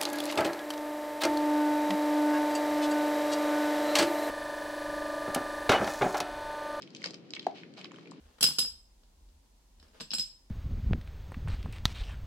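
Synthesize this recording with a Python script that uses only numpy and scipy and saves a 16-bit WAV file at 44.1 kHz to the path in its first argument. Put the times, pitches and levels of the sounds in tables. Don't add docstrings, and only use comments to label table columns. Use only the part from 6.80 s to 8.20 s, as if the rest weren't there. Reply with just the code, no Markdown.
import sys
import numpy as np
from scipy import signal
from scipy.fft import rfft, irfft
from scipy.io import wavfile

SR = 44100
rng = np.random.default_rng(int(sys.argv[2]) if len(sys.argv) > 2 else 0)


def transcribe(signal):
    frames = np.atleast_2d(signal).T
    limited = np.clip(frames, -1, 1)
    pcm = np.round(limited * 32767).astype(np.int16)
    wavfile.write(sys.argv[1], SR, pcm)


N = 61739

# start in seconds, level in dB, pitch in Hz,
# fade time in ms (the code stretches it by 1.3), extra level of the bright tick in dB.
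FILM_SNAPS = [(0.0209, -28, 5150, 0.7, -12), (0.0281, -41, 3200, 1.2, -3), (0.0754, -42, 3560, 0.73, -8),
              (.1045, -47, 5000, 1.14, 0.5), (0.149, -30.5, 4060, 0.85, 0.5),
              (0.1625, -35.5, 4620, 1.2, -6), (0.1677, -32.5, 4580, 0.75, -3), (0.218, -43.5, 2060, 2.2, 1),
              (0.228, -36, 5000, 1.1, -18), (0.2406, -28.5, 1900, 0.97, -1.5),
              (0.2426, -19.5, 4600, 0.9, -16), (0.2551, -39, 2260, 0.84, -12),
              (0.2595, -20, 4970, 0.73, -32), (0.2715, -29.5, 3270, 0.52, 2), (0.291, -66, 5000, 0.68, -10),
              (0.3076, -31, 5200, 0.73, -1), (0.316, -50, 4680, 1.1, -19), (0.3322, -48, 4940, .8, -9),
              (0.3384, -52, 5530, .8, 0), (0.3424, -35, 2980, 0.54, -17), (0.343, -32, 5160, 1.2, -9),
              (0.5059, -32, 4820, 0.79, -4.5), (0.536, -20, 4120, 0.66, -15.5),
              (0.5507, -33.5, 4620, 1.3, -1.5), (0.5648, -31, 2750, 1.1, -23), (.5695, -38, 2100, 1.2, -23),
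              (0.5943, -26.5, 4020, 1.13, -34), (0.5958, -33, 3820, 1.7, -35), (.628, -41, 3340, 1.5, -5.5),
              (0.6435, -45, 3800, 0.83, -17), (.667, -30.5, 4000, 0.69, -0.5),
              (0.8342, -38.5, 2090, 0.97, -36), (0.9386, -46, 4140, 0.67, 3.5),
              (1.0129, -36.5, 2960, 0.73, -4), (1.0444, -28.5, 4110, 0.94, -23),
              (1.0551, -37, 2590, 1.1, -10), (1.1104, -50, 2290, 2.2, -17), (1.1184, -51, 3000, 0.95, 11),
              (1.16, -47.5, 3130, 1.8, 1), (1.1945, -45, 3870, 0.72, -10), (1.2576, -49, 2430, 1.5, -18),
              (1.2734, -46.5, 2450, 1.5, -5), (1.3114, -44.5, 4710, 2.56, 7.5)]
# start in seconds, level in dB, pitch in Hz, swell time in ms
# (the code stretches it by 1.1), extra level of the splutter in dB, left minus right in dB.
AIR_POPS = [(0.6663, -16.5, 733, 2.26, -15.5, -0.8), (1.0459, -45, 1070, 1.8, -2, 7),
            (1.1162, -43, 1090, 1.4, -5, 4), (1.142, -53.5, 1450, 1.4, -1.5, 11),
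            (1.1845, -51, 1130, 1.4, 1, 4), (1.3178, -47.5, 1040, 1.29, -0.5, 8)]
# start, rise, hold and fade times in seconds, level in dB, pitch in Hz,
# how uneven the bubbles are in dB, extra level of their bright part in dB.
HAND_SQUEEZES = [(.008, 0.0052, 0.013, 0.028, -59, 4000, 17, -13),
                 (0.082, 0.13, 0.047, .04, -59, 4460, 1.5, -22),
                 (0.233, 0.017, .008, 0.023, -43, 4440, 2.5, 3),
                 (0.291, 0.025, 0.013, 0.028, -54.5, 4070, 10.5, -1),
                 (0.54, 0.011, 0.015, 0.0049, -50, 3700, 2, -10),
                 (0.573, 0.046, 0.018, 0.066, -59, 3780, 8, -22),
                 (0.744, 0.009, 0.039, 0.032, -55.5, 3370, -1, -4),
                 (0.963, 0.016, 0.013, .018, -48.5, 3850, 3.5, 0.5),
                 (1.005, 0.046, 0.011, 0.0087, -57, 2930, 2.6, 3),
                 (1.115, 0.043, 0.036, 0.075, -64, 2980, 5, 25)]
# start in seconds, level in dB, pitch in Hz,
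# fade time in ms (the code shortens it to 0.84 of that).
BASIN_THUDS = [(0.2529, -44, 560, 17.5), (0.3007, -43, 287, 9.2), (.337, -49, 350, 3.1),
               (0.6672, -32.5, 342, 9), (.977, -50, 670, 21), (1.268, -44.5, 284, 8.6)]
# frequency in Hz, boost or cut in dB.
SOAP_CURVE = [(200, -9), (600, 16), (1300, 4.5), (2300, 7), (3100, 1.5), (5200, -0.5), (6500, -7.5),
              (8200, -12.5), (10000, -21), (12500, -22), (15500, -40)]
# frequency in Hz, boost or cut in dB.
RUMBLE_CURVE = [(25, -43), (55, -43), (80, -29), (115, -12.5), (170, 0.5), (230, -3.5), (310, 0),
                (420, -6.5), (550, -13.5), (800, -23.5), (1300, -28), (2500, -30), (5000, -37), (8000, -52),
                (11000, -58), (15500, -65)]
# frequency in Hz, level of the unshared against the shared part in dB.
RUMBLE_WIDTH_CURVE = [(60, -30.5), (170, -8), (350, -11.5), (700, -2.5), (1500, -1.5), (8000, 4)]

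SNAP_RISE_S, SNAP_LAG_S, SNAP_CRACK_DB, SNAP_RING_DB = 0.000046, 0.00008, -4.5, -7.5
TICK_HZ, BUBBLES_PER_S = 7460, 3000
POP_GLIDE_PER_S = 3.7
SIDE_SPREAD = 0.89
CRACKLE_DB, RUMBLE_DB = -71, -52.5
BASIN_FADE_S, ROOM_T60_S, LOW_ROOM_T60_S = 0.0032, 0.17, 0.24
LOW_CUT_HZ, TOP_HZ = 160, 15700


def film_snaps():
    out, t = np.zeros((2, N)), np.arange(N // 50) / SR
    for start, db, hz, fade_ms, tick_db in FILM_SNAPS:
        envelope = np.exp(-t / (fade_ms * 0.0013)) * (1 - np.exp(-t / SNAP_RISE_S))

        def tear():
            crack = undb(SNAP_CRACK_DB) * burst(envelope, hz, width=0.54)
            return crack + undb(tick_db) * burst(envelope ** 2, TICK_HZ, width=0.43)

        tearing = spread(tear)
        lag = SNAP_LAG_S * rng.uniform(-1, 1) * np.array([[1], [-1]]) / 2
        ring = undb(SNAP_RING_DB) * envelope * np.sin(2 * np.pi * hz * (t + lag))
        add(out, start, undb(db) * (tearing + ring))
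    return out


def air_pops():
    out, t = np.zeros((2, N)), np.arange(N // 50) / SR
    for start, db, hz, swell_ms, splutter_db, pan_db in AIR_POPS:
        swell_s = swell_ms * 0.0011
        envelope = (t / swell_s * np.exp(1 - t / swell_s)) ** 2.63
        pitch = hz * (1 + POP_GLIDE_PER_S * (t - swell_s))
        tone = envelope * np.sin(2 * np.pi * np.cumsum(pitch) / SR)
        splutter = undb(splutter_db) * spread(lambda: burst(envelope, hz, width=1.24))
        add(out, start, pan(undb(db) * (tone + splutter), pan_db))
    return out


def lather_fizz():
    t = np.arange(N) / SR
    out = undb(CRACKLE_DB) * bubbles(hz=3680, uneven_db=3.5, bright_db=-4.5)
    for start, rise, hold, fade, db, hz, uneven_db, bright_db in HAND_SQUEEZES:
        rising = np.clip((t - start) / rise, 0, 1)
        fading = np.exp(-np.maximum(t - start - rise - hold, 0) / fade)
        out += undb(db) * rising * fading * bubbles(hz, uneven_db, bright_db)
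    return out


def bubbles(hz, uneven_db, bright_db):
    bursting = rng.random(N) < BUBBLES_PER_S / SR
    strength = undb(uneven_db * np.minimum(rng.exponential(size=N), 4))
    clicks = bursting * strength * spread(lambda: rng.choice([-1., 1.], N))
    body = unit(resonate_twice(clicks, hz, width=1.14))
    bright = unit(resonate(clicks, hz, width=4))
    return unit(body + undb(bright_db) * bright)


def basin_thuds():
    out, t = np.zeros(N), np.arange(N // 12) / SR
    for start, db, hz, fade_ms in BASIN_THUDS:
        envelope = np.exp(-t / (fade_ms * 0.00084))
        add(out, start, undb(db) * burst(envelope, hz, width=0.74))
    return out


def echoes(x, delay_s, fade_s):
    t = np.arange(N // 3) / SR
    tail = rng.standard_normal((2, len(t))) * np.exp(-t / fade_s) * (t > delay_s)
    tail /= np.sqrt(np.sum(tail ** 2, axis=1, keepdims=True))
    return signal.fftconvolve(x, tail, axes=1)[:, :N]


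def room_rumble():
    shared, side = (unit(colour(rng.standard_normal(N), RUMBLE_CURVE)) for _ in range(2))
    unshared = colour(side, RUMBLE_WIDTH_CURVE) * np.array([[1], [-1]])
    return pan(undb(RUMBLE_DB) * (shared + unshared), db=1.8)


def undb(db):
    return 10 ** (np.asarray(db) / 20)


def unit(x):
    return x / np.sqrt(np.mean(x ** 2) + 1e-20)


def colour(x, curve):
    hz, db = np.array(curve, float).T
    frequencies = np.maximum(np.fft.rfftfreq(2 * N, 1 / SR), 1)
    gain = undb(np.interp(np.log(frequencies), np.log(hz), db))
    return irfft(rfft(x, 2 * N) * gain)[..., :N]


def resonate(x, hz, width):
    angle = 2 * np.pi * min(hz / SR, 0.45)
    damping = np.sin(angle) * width / 2
    return signal.lfilter([damping, 0, -damping], [1 + damping, -2 * np.cos(angle), 1 - damping], x)


def resonate_twice(x, hz, width):
    return resonate(resonate(x, hz, width), hz, width)


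def burst(envelope, hz, width):
    noise = rng.standard_normal(len(envelope)) * envelope
    return unit(resonate_twice(noise, hz, width)) * np.sqrt(np.mean(envelope ** 2))


def spread(make_sound):
    shared = np.sqrt(1 - SIDE_SPREAD) * make_sound()
    return shared + np.sqrt(SIDE_SPREAD) * np.array([make_sound(), make_sound()])


def pan(x, db):
    return x * undb(np.array([[db], [-db]]) / 2)


def add(out, start, x):
    i = max(int(start * SR), 0)
    out[..., i:i + x.shape[-1]] += x[..., :max(N - i, 0)]


def scene():
    wet = colour(film_snaps() + lather_fizz(), SOAP_CURVE)
    low_cut = signal.butter(2, LOW_CUT_HZ, "high", fs=SR, output="sos")
    hollow = signal.sosfilt(low_cut, air_pops() + basin_thuds())
    basin = undb(-6.5) * echoes(wet, delay_s=0.00061, fade_s=BASIN_FADE_S)
    basin += undb(-17) * echoes(hollow, delay_s=0.005, fade_s=BASIN_FADE_S)
    room = undb(-9.5) * echoes(wet, delay_s=0.0041, fade_s=ROOM_T60_S / np.log(1000))
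    room += undb(-10) * echoes(hollow, delay_s=0.014, fade_s=LOW_ROOM_T60_S / np.log(1000))
    return pan(wet, db=1) + hollow + basin + room + room_rumble()


def record(dry):
    return signal.sosfilt(signal.ellip(8, 0.2, 70, TOP_HZ, fs=SR, output="sos"), dry)


dry = scene()
out = record(dry)
transcribe(out)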